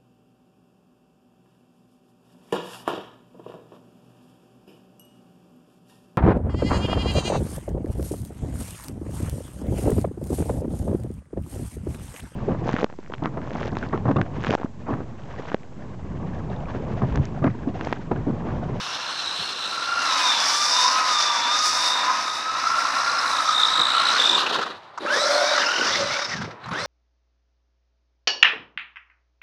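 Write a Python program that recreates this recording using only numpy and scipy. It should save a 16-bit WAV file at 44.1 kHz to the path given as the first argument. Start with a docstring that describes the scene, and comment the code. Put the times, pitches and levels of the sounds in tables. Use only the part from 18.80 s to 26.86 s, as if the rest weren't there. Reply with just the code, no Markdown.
"""A wavering gear whine comes first, over rattle and slush: a small electric off-road car skids on snow and
wet paving, coasts to a stop close by, spins up, coasts down and starts again.
Mesh tones follow the drivetrain rate; tiny random impacts ring the chassis, gear case and teeth; noise bursts
knock and scrape; the body shell drums, and the speed controller sings as two sidebands near 10 kHz.
Behind the car lie tyre thuds, gusty bass and quiet air, all shaped from noise."""
import sys
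import numpy as np
from scipy import signal
from scipy.fft import rfft, irfft, next_fast_len
from scipy.io import wavfile
from scipy.ndimage import uniform_filter1d

SR = 44100
rng = np.random.default_rng(int(sys.argv[2]) if len(sys.argv) > 2 else 0)


def pcm_store(signal):
    """Save signal as 16-bit PCM."""
    levels = np.round(np.clip(np.atleast_2d(signal), -1, 1) * 32767)
    wavfile.write(sys.argv[1], SR, levels.astype(np.int16).T)


N = 355446
T = np.arange(N) / SR


def undb(db):
    """Decibels to gain."""
    return 10 ** (np.asarray(db) / 20)


def unit(x):
    """Scale to rms 1."""
    return x / np.sqrt(np.mean(np.abs(x) ** 2))


def curve(rows):
    """Each column of (time, value, ..) rows, joined by straight lines in time."""
    s, *columns = np.transpose(rows)
    return np.squeeze([np.interp(T, s, c) for c in columns])


def gate(start, end, size):
    """1 between two times [s], else 0, with edges smoothed over size samples."""
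    return uniform_filter1d(1. * ((T > start) & (T < end)), size=size, mode="nearest")


def walk(rate):
    """Smooth chance with about this many turns a second, spread 1."""
    k = int(SR / rate) + 1
    return unit(uniform_filter1d(uniform_filter1d(rng.standard_normal(N), k), k))


def rough(rate):
    """Complex smooth chance that smears a tone in level and phase."""
    return walk(rate) + 1j * walk(rate)


def grit(share, scatter_db):
    """Dense tiny impacts of uneven size."""
    return (rng.random(N) < share) * rng.standard_normal(N) * undb(scatter_db * rng.exponential(size=N))


def colour(x, points):
    """Filter by (frequency [Hz], level [dB]) points, rms 1."""
    size = next_fast_len(N)
    hz, db = np.transpose(points)
    f = np.log(np.arange(size // 2 + 1) * SR / size + 1)
    gain = undb(np.interp(f, np.log(hz), db, -120, -120))
    return unit(irfft(rfft(x, size) * gain, size)[:N])


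def cut(x, order, hz, kind="low"):
    """Butterworth filter."""
    return signal.sosfilt(signal.butter(order, hz, kind, fs=SR, output="sos"), x)


def ring(x, hz, width):
    """Two-pole resonance."""
    r = np.exp(-np.pi * width / SR)
    return signal.lfilter([1 - r, 0, r - 1], [1, -2 * r * np.cos(2 * np.pi * hz / SR), r * r], x)


def modes(x, table):
    """Steep resonances, each rung twice, rms 1."""
    return unit(sum(undb(db) * unit(ring(ring(x, hz, w), hz, w)) for hz, w, db in table))


# driving about, far off:
# (time [s], drivetrain rate = half the differential mesh rate [Hz], low line [dB], middle line [dB])
DRIVE = [(0, 674, -45, -53), (.33, 699, -54, -49), (.48, 661, -50, -53), (.65, 702, -51, -50),
         (.85, 665.4, -50, -45), (.93, 683, -42, -33), (1.2, 698, -40, -26), (1.33, 645, -28.5, -25.5),
         (1.47, 608, -27.5, -36), (1.66, 572.2, -35, -33.5), (1.82, 596, -34.5, -26.5),
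         (2.06, 622, -20.5, -41), (2.17, 642, -25.5, -23.5), (2.45, 598.6, -33, -25.5),
         (2.63, 579, -25.5, -35), (2.82, 625.3, -38, -23), (3.0, 617, -31.5, -33.5),
         (3.2, 610.5, -23.5, -37), (3.3, 626.4, -26, -27.5), (3.55, 628.2, -41, -33.5),
         (3.9, 673.5, -32, -24.5), (4.45, 689.3, -30.5, -28), (4.62, 638, -35.5, -23.5),
         (4.95, 639, -33, -28), (5.3, 677.8, -31.5, -26), (5.37, 714.4, -27, -28), (5.39, 600, -44, -35),
         (5.6, 623.5, -22.5, -53)]
# throttle released: (time off [s], time of standstill [s], whine left [dB])
COAST = [(5.576, 5.999, -58), (7.453, 7.923, -9)]
# close by, the rate settles toward a new value at each change of grip: (time [s], rate [Hz],
# time constant [s], middle line [dB], then low, pinion and idler lines above it [dB])
GRIP = [(6.19, 721, 0.096, -0.5, -4, -3.5, -19), (6.395, 737, 0.097, -5.5, 1.5, 9.5, -15),
        (6.47, 727, .095, -6.5, 4.5, 6, 3), (6.6, 835, 0.14, 0.5, -4, -9, -4),
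        (6.745, 359.4, 0.082, -2.5, 1, 0, -8), (6.865, 537, 0.2, -1, -20, -1.5, -10),
        (7.06, 735, 0.048, -8, -11, -9, -5), (7.105, 736, 0.046, -3, -23, -16, 5),
        (7.186, 661.5, 0.032, -5.5, -9, -5, -21), (7.294, 761, .04, 1, -6, -9, -15),
        (7.36, 751, 0.05, -7, -5, -13, -4), (7.901, 739, 0.046, -6, -17, 0, -11)]
# mesh tones per drivetrain cycle, a row far off and a row close by: (low, middle, pinion, idler)
MULTIPLES = [(1.62, 2, 6, 4), (2, 3, 6, 5)]
# how hard the off-centre spur gear wobbles under load: (time [s], share [0-1])
WOBBLE = [(0, 0.6), (.9, 0.53), (1.2, 0.29), (2.6, 0.1), (2.8, 0.11), (4.5, 0.9), (4.9, 0.58), (5.3, 0.87),
          (5.4, 0.62), (5.6, 0.55), (6.3, 0.44), (6.44, 0.07), (6.55, 0.4), (6.8, 0.87), (7.05, 0.7),
          (7.12, 0.1), (7.28, 0.2), (7.35, 0.6), (7.6, 0.9), (7.9, 0.2), (8.0, 0.26)]
# far off, the pinion line peaks on a resonance of the motor mount: (time [s], level on resonance [dB])
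PINION = [(0, -54), (.3, -26.5), (.48, -26), (.65, -23.5), (.85, -28.5), (1.0, -25.5), (1.2, -26),
          (1.3, -20), (1.4, -32), (1.48, -26), (1.57, -25), (1.72, -31), (1.9, -34), (2.0, -27), (2.2, -38),
          (2.4, -29), (2.58, -28.5), (2.65, -28), (2.71, -27.5), (2.9, -37), (3.08, -30.5), (3.35, -37.5),
          (3.6, -37), (4.4, -26.5), (4.62, -33), (4.8, -24.5), (5.0, -21.5), (5.15, -20), (5.3, -20.5),
          (5.36, -17), (5.38, -25), (5.4, -25.5), (5.44, -24), (5.52, -23.5)]
# a fainter mesh line between the others, far off: (time [s], level [dB])
IDLER = [(0, -44.5), (1.05, -47), (1.2, -37), (1.35, -37), (2.2, -44), (3.5, -49.5), (4.4, -51), (5.1, -66),
         (5.3, -58), (5.6, -33)]
# close by, how loud a mesh line is at each pitch: (frequency [Hz], level [dB])
NEAR_LINE = [(1000, -34), (1300, -25.5), (1500, -24.5), (1800, -23.5), (2080, -32.5), (2330, -35),
             (2500, -49), (2800, -28.5), (3150, -34.5), (3650, -39.5), (3820, -29.5), (4050, -30),
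             (4300, -29), (4500, -27)]
MOUNT_HZ, MOUNT_WIDTH_HZ, MOUNT_SPREAD = 3650, 75, 1.6  # the spread widens the peak with wobble
BITE_HZ, BITE_DB = 430, 160  # close by, the meshes lose this many dB per tenfold slowing below this rate
WAVER = .006  # share by which the speed wavers as the tyres slip
NEAR_FLICKER_DB = 2.2


def drive():
    """Drivetrain rate, line multiples and line levels; the whine drops off throttle."""
    hz, low_db, middle_db = curve(DRIVE)
    near = T > COAST[0][1]
    whine_db, upper_db, stops = np.zeros(N), np.zeros((3, N)), list(COAST)
    for s, goal_hz, lag_s, db, *top_db in GRIP:
        if stops and stops[0][0] < s:
            # off throttle the rate falls in a straight line
            off, stop, _ = stops.pop(0)
            hz[T > off] = hz[int(off * SR)] * np.clip((stop - T[T > off]) / (stop - off), 0, 1)
        later = T >= s
        hz[later] = goal_hz + (hz[later][0] - goal_hz) * np.exp((s - T[later]) / lag_s)
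        whine_db[later], upper_db[:, later] = db, np.c_[top_db]
    hz = hz * (1 + WAVER * walk(13.71))
    multiples = [np.where(near, close, far) for far, close in zip(*MULTIPLES)]

    detune = (multiples[2] * hz - MOUNT_HZ) / (MOUNT_WIDTH_HZ * (1 + MOUNT_SPREAD * curve(WOBBLE)))
    pinion_db = curve(PINION) - 10 * np.log10(1 + detune ** 2)
    far_db = low_db, middle_db, pinion_db, curve(IDLER)

    bite_db = BITE_DB * np.log10(np.clip(hz / BITE_HZ, .1, 1))
    whine_db = uniform_filter1d(whine_db, size=2000) + bite_db
    # the middle line is the reference, 0 dB above itself
    above_db = np.insert(uniform_filter1d(upper_db, size=1000), [1], 0, axis=0)
    line_hz, line_db = np.transpose(NEAR_LINE)
    levels = []
    for multiple, distant_db, db in zip(multiples, far_db, above_db):
        pitch_db = np.interp(multiple * hz, line_hz, line_db)
        close_db = whine_db + db + NEAR_FLICKER_DB * walk(24) + pitch_db
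        levels.append(np.where(near, close_db, distant_db))

    starts = [GRIP[0][0], GRIP[-1][0]]
    on = 1. - sum((1 - undb(db)) * gate(off, start, 1500) for (off, _, db), start in zip(COAST, starts))
    return hz, multiples, levels, on


# low, middle, pinion and idler lines: (smear rate [1/s], smear share before scaling [1], throb depth at
# wobble 1 [neper], phase swing at wobble 1 [rad], flicker [dB], octave before the gear cover [dB])
MESHES = [(170, .8, .4, 1.4, 1.5, -22), (150, .55, .25, .9, 1.3, -19), (520, .7, 1.0, 3.6, .8, -16),
          (260, .6, .4, 1.2, 2.5, -30)]
SPUR_TURN = .0882  # spur gear turns per drivetrain cycle
STEADY_SHARE, NEAR_SMEAR = .65, .75  # smear left when the spur gear runs true; further factor close by
RASP_HZ, RASP_TONE = 2200, .3  # the octave is mostly rasp: its smear rate and its clean part
RASP_PEAK_HZ, RASP_WIDTH_HZ = 7780, 2000  # the gear cover rings here


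def whine(hz, multiples, levels):
    """Each mesh is a tone and octave smeared by tooth errors; every spur turn it swells and swoops down."""
    out, rasp = 0, RASP_TONE + rough(RASP_HZ)
    # the load on the teeth changes from turn to turn
    wobble = curve(WOBBLE) * np.exp(.18 * walk(35))
    turn = 2 * np.pi * SPUR_TURN * np.cumsum(hz) / SR + 0.8 * walk(16)
    smear_scale = np.where(T > COAST[0][1], NEAR_SMEAR, 1) * np.minimum(STEADY_SHARE + wobble, 1.25)
    names = "low", "middle", "pinion", "idler"
    for name, mesh, multiple, db in zip(names, MESHES, multiples, levels):
        smear_rate, share, depth, swing, flicker_db, octave_db = mesh
        smear = 1 + share * smear_scale * rough(smear_rate)
        throb = np.exp(wobble * depth * np.cos(turn)) * undb(flicker_db * walk(17.3))
        throb /= np.sqrt(uniform_filter1d(throb ** 2, size=12000))  # keep the average level
        phase = 2 * np.pi * np.cumsum(multiple * hz) / SR + wobble * swing * np.cos(turn + .5)
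        spin = np.exp(1j * phase)
        octave = unit(np.real(rasp * spin ** 2))
        if name == "pinion":
            octave = ring(octave, RASP_PEAK_HZ, RASP_WIDTH_HZ)
        tone = unit(np.real(smear * spin)) + undb(octave_db) * octave
        out = out + undb(db) * tone * throb
    # the mount picks out the low end of each swoop
    return out + ring(out, MOUNT_HZ, 230.0)


FULL_HZ, SLOW_DB = 604, 17  # below this rate, dB lost per tenfold slowing


def slowing(hz):
    """Decades of speed lost below full rate, as a negative number."""
    return np.log10(np.clip(hz / FULL_HZ, .03, 1))


# rattle and slush with the wheels at speed:
# (time [s], chassis level before a 6 dB cut [dB], tooth hiss above it [dB])
RATTLE = [(0, -26.5, -5), (.8, -29.5, -4.5), (.95, -28, -4.5), (1.15, -24, -6), (1.25, -22, -4),
          (1.6, -19, 2), (1.8, -23, 8), (2.2, -20, -0.5), (2.35, -22.5, 4.5), (2.66, -20, -3.5),
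          (2.88, -23.5, 7.5), (3.07, -22, 2.5), (3.17, -22, -5), (3.33, -21, -6.5), (3.52, -26, -0.5),
          (3.75, -24, -5), (4.41, -21, -4), (4.75, -22, -4.5), (5.16, -20.5, -17), (5.32, -19, -7.5),
          (5.5, -21.5, -6.5), (5.8, -17, -28), (6.2, -26.5, -37), (6.33, -21, -3), (6.94, -19, -2),
          (7.4, -24.5, -2.5), (7.62, -28, -7), (7.79, -34.5, -20), (7.88, -18, -38), (7.95, -25.5, -11.5),
          (8.06, -27.5, 1)]
# gear case: (time [s], level above the chassis [dB])
CASE_LEVEL = [(0, -3), (.8, 2.5), (1.0, -6.5), (1.8, -3.5), (3.3, -8.5), (4.5, -11), (5.0, -2.5), (5.6, -2),
              (6.3, -4.5), (7.4, -6.5), (8.06, -10)]
# slush spray: (time [s], level above the tooth hiss [dB])
SPRAY_LEVEL = [(0, -16), (1.8, -16), (2.9, -13.5), (3.5, -16.5), (4.6, -12), (5.3, -9), (5.8, -16),
               (6.5, -16), (7.4, -35), (8.06, -27)]
# chassis spectrum: (frequency [Hz], relative density [dB per Hz])
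CHASSIS = [(180, -26), (300, -15), (415, -35.5), (489, -14.5), (937, -6), (1230, -3), (1380, -3),
           (2600, -13.5), (3380, -24.5), (5720, -120)]
# spray spectrum before brightening: (frequency [Hz], relative density [dB per Hz])
SPRAY = [(4120, 3), (7000, 4.5), (9600, 0.5), (12200, -15.5), (14600, -14), (15600, -19)]
# gear case resonances: (frequency [Hz], width of each pass [Hz], relative level [dB])
CASE = [(3015, 720, -0.5), (3590, 1390, 9)]
# loose tooth resonances: (frequency [Hz], width of each pass [Hz], relative level [dB])
TEETH = [(3570, 240, -1.5), (4790, 1020, -0.5), (5263, 1380, 9.5), (5850, 200, -6)]
# the rattle hollows out around a pitch that shifts as the car moves:
# (start [s], end [s], frequency [Hz], width [Hz], share removed [0-1])
DIPS = [(0, .92, 4780, 300, 0.7), (0, 1.202, 2000, 500, 0.4), (1.795, 2.25, 3300, 501, 0.7),
        (2.25, 3.398, 3170, 500, 0.56), (3.4, 4.55, 3137, 500, 0.64), (4.56, 5.099, 2793, 784, 0.6),
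        (5.45, 5.946, 2160, 403, 0.91), (6.226, 6.747, 2795, 898.5, 0.63), (6.852, 7.052, 3440, 500, 0.9)]
BRIGHT = 0.36  # dB of top octave gained per dB of spray


def rattle(hz, cycles):
    """Impacts ring the chassis and the gear case, swelling with each turn of wheels and spur."""
    (db, teeth_db), case_db = curve(RATTLE), curve(CASE_LEVEL)
    db = db + SLOW_DB * slowing(hz)
    spray_db = teeth_db + curve(SPRAY_LEVEL)
    # the wheels turn at half the spur rate
    wheel = np.cos(np.pi * SPUR_TURN * cycles + 0.5 * walk(19.0))
    spur = np.cos(2 * np.pi * SPUR_TURN * cycles + 0.5 * walk(8.7))
    shake = walk(40.0)
    body = colour(grit(.3, 0.83), CHASSIS) * undb(1.0 * wheel + 0.83 * shake)
    case = modes(grit(.3, 0.99), CASE)
    case = case * undb(case_db + 0.33 * spur + 0.17 * shake + 2.1 * walk(37))
    teeth = cut(modes(grit(.25, 1.8), TEETH), 5, 7000)
    teeth = teeth * undb(teeth_db + .9 * spur + .9 * shake + 1.4 * walk(13))
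    spray = colour(grit(0.46, 1.5), SPRAY)
    # a harder spray is also a brighter one
    top = cut(spray, 4, 10500, "high")
    spray = spray + (undb(BRIGHT * (spray_db + 10)) - 1) * top
    spray = spray * undb(spray_db + 1.17 * shake + 2.2 * walk(8.7))
    out = undb(db - 6.0) * (body + case + teeth + spray)
    for start, end, dip_hz, width, share in DIPS:
        out = out - share * gate(start, end, 4000) * ring(out, dip_hz, width)
    return out


# teeth knocking and tyre lugs catching: (time [s], peak before a 0.5 dB cut [dB], ring frequency [Hz])
KNOCKS = [(1.681, -15, 5610), (1.741, -17, 5890), (1.9245, -12, 5150), (4.384, -15.5, 5225),
          (5.365, -13.5, 1505), (5.41, -16, 1583), (5.573, -12.5, 1119), (5.602, -18, 1270),
          (5.63, -16, 1086), (5.662, -15.5, 2740), (5.696, -21, 3570), (5.726, -26, 3360),
          (5.736, -22, 3410), (5.745, -16.5, 1040), (5.756, -16, 1400), (5.787, -20, 1400),
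          (5.812, -17, 1350), (5.825, -18, 1237), (5.86, -23, 1050), (5.904, -30, 3800),
          (6.175, -19.5, 1070), (6.205, -34, 3880), (6.26, -19, 1602), (6.365, -16, 477),
          (6.776, -11.5, 1280), (6.812, -13, 1737), (6.831, -11.5, 1610), (6.859, -14, 5270),
          (6.882, -14, 1399), (7.126, -16.5, 3670), (7.148, -15, 2060), (7.3, -25, 2297),
          (7.335, -22, 2393), (7.362, -24, 2217), (7.388, -24, 1362), (7.418, -23, 1420),
          (7.445, -22, 5320), (7.493, -39, 5290), (7.512, -23, 1937), (7.529, -21, 1890),
          (7.565, -38, 1725), (7.615, -21.5, 1435), (7.643, -40, 5190), (7.708, -50, 1265),
          (7.838, -36, 3960), (7.857, -28, 1000), (7.884, -25, 1001), (7.911, -28, 936), (7.931, -20, 1275)]


def knocks():
    """Short scrapes: a noise burst, part broad, part ringing, dull above the plastic's range."""
    out = np.zeros(N)
    t = np.arange(4000) / SR
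    for s, db, hz in KNOCKS:
        envelope = (1 - np.exp(-t / .0018)) * np.exp(-(t / .012) ** 2)
        burst = rng.standard_normal(len(t)) * envelope
        ringing = unit(ring(ring(burst, hz, 280.0), hz, 700.0))
        broad = unit(np.diff(burst, prepend=0) + 0.077 * burst)
        hit = cut(ringing + 0.85 * broad, 7, 6300)
        i = int(s * SR)
        out[i:i + len(t)] += (undb(db - 0.5) * hit / np.abs(hit).max())[:N - i]
    return out


# wheels slowing: (start [s], end [s], range from gap to catch [dB])
COASTING = [(5.648, 5.849, 7.5), (5.84, 5.937, 6), (7.353, 7.933, 7.5)]


def lumps():
    """While the wheels slow down, whine and rattle come in lumps at each catch with gaps between."""
    slow_db = uniform_filter1d(sum(db * ((T > a) & (T <= b)) for a, b, db in COASTING), size=1500)
    catch = np.zeros(N)
    for s, *_ in KNOCKS:
        i = slice(int((s - .03) * SR), int((s + .06) * SR))
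        after = T[i] - s - .003
        # rises faster than it falls
        lump = np.exp(-(after / np.where(T[i] < s + .003, .006, .018)) ** 2)
        catch[i] = np.maximum(catch[i], lump)
    return undb(slow_db * (catch - 0.79))


# the body shell drums on low modes while the wheels spin close by:
# (start [s], loudest [s], end [s], frequency [Hz], level at loudest [dB])
SHELL = [(6.232, 6.58, 6.94, 589, -21.5), (6.419, 6.61, 6.8, 716, -26.5), (7.086, 7.2, 7.52, 565, -29),
         (7.947, 8.06, 9.2, 558, -33)]
SHELL_RATE, SHELL_CLIMB = 120, .03  # roughness [1/s]; share of its pitch below the top where a mode sets in
SHELL_RISE_DB, SHELL_FALL_DB = 11.5, 16.5


def shell():
    """Narrow modes roughened by chance; each climbs in pitch as it swells, then fades."""
    shaking = 0.9 + rough(SHELL_RATE)
    out = 0
    for start, top, end, hz, db in SHELL:
        swell_db = np.interp(T, [start, top, end], [db - SHELL_RISE_DB, db, db - SHELL_FALL_DB])
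        pitch = np.interp(T, [start, top], [hz * (1 - SHELL_CLIMB), hz])
        tone = unit(np.real(shaking * np.exp(2j * np.pi * np.cumsum(pitch) / SR)))
        out = out + gate(start, end, 2500) * undb(swell_db) * tone
    return out


# the controller is heard: (start [s], end [s])
THROTTLE = [(6.2, 6.72), (6.85, 7.46), (7.89, 8.1)]
PWM_HZ, PWM_SIDE = 10090, .44  # switching rate; sideband offset per drivetrain rate
PWM_DB = -65, -69  # lower and upper sideband


def controller(cycles):
    """The switching tone splits into two sidebands as the motor turns."""
    on = sum(gate(start, end, 800) for start, end in THROTTLE)
    out = 0
    for side, db in zip((-1, 1), PWM_DB):
        phase = 2 * np.pi * (PWM_HZ * T + side * PWM_SIDE * cycles) + 0.62 * walk(90)
        out = out + undb(db) * np.cos(phase)
    return on * out


# wind and handling at the microphone: (time [s], level [dB])
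WIND = [(0, -56), (1.7, -64), (4.1, -57.5), (5.8, -57.5), (6.5, -76), (6.97, -62), (7.07, -45.5),
        (7.22, -42.5), (7.45, -58), (7.52, -46), (7.65, -35), (7.79, -61), (7.87, -42), (7.925, -29),
        (7.97, -49), (8.02, -32.5), (8.06, -50)]
# tyres on the paving: (time [s], level with the wheels at speed [dB])
THUD = [(0, -53.5), (.8, -48.5), (5.1, -54), (5.45, -37), (5.77, -32.5), (6.2, -30.5), (6.4, -37),
        (6.65, -41.5), (7.07, -33), (7.45, -48), (7.65, -38.5), (7.8, -43), (7.93, -35), (8.06, -46)]
# bumps: (time [s], deep level [dB], thud level [dB])
BUMPS = [(.61, -44, -64), (4.999, -51, -35), (5.75, -62, -38), (5.797, -60, -30.5)]
BUMP_S = 0.018  # half length


def rumble(hz):
    """Gusty bass at the microphone and tyres thudding on the paving, with a few bumps."""
    bass = [(15, -30.5), (50, -33), (75, -7.5), (110, -1.5), (180, -2.5), (260, -8.5)]
    wind = colour(rng.standard_normal(N), bass)
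    thud = modes(grit(.05, 2.26), [(296.0, 400, -10.0), (357, 420, 12.0)])
    deep = undb(curve(WIND) + 2.5 * walk(14))
    tyres = undb(curve(THUD) + SLOW_DB * slowing(hz) + 1.55 * walk(22))
    for s, deep_db, thud_db in BUMPS:
        bump = np.exp(-((T - s) / BUMP_S) ** 2)
        deep, tyres = deep + undb(deep_db) * bump, tyres + undb(thud_db) * bump
    return wind * deep + thud * tyres


# quiet air spectrum: (frequency [Hz], relative density [dB per Hz])
AIR = [(35, -64), (60, -55), (87, -28), (332, -17), (364, -42), (591, 0.5), (960, 5.5), (3840, -23),
       (15000, -74)]
AIR_DB = -46.5


def quiet_air():
    """Steady coloured noise."""
    return undb(AIR_DB) * colour(rng.standard_normal(N), AIR)


def scene():
    """Car, rumble and quiet air."""
    hz, multiples, levels, on = drive()
    cycles = np.cumsum(hz) / SR
    gears = on * whine(hz, multiples, levels) + rattle(hz, cycles)
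    car = lumps() * gears + knocks() + shell() + controller(cycles)
    return (car + rumble(hz) + quiet_air())[None]


def record(dry):
    """A steep elliptic low-pass cuts the top above 15.72 kHz."""
    return signal.sosfilt(signal.ellip(10, .2, 70, 15720, fs=SR, output="sos"), dry)


dry = scene()
out = record(dry)
pcm_store(out)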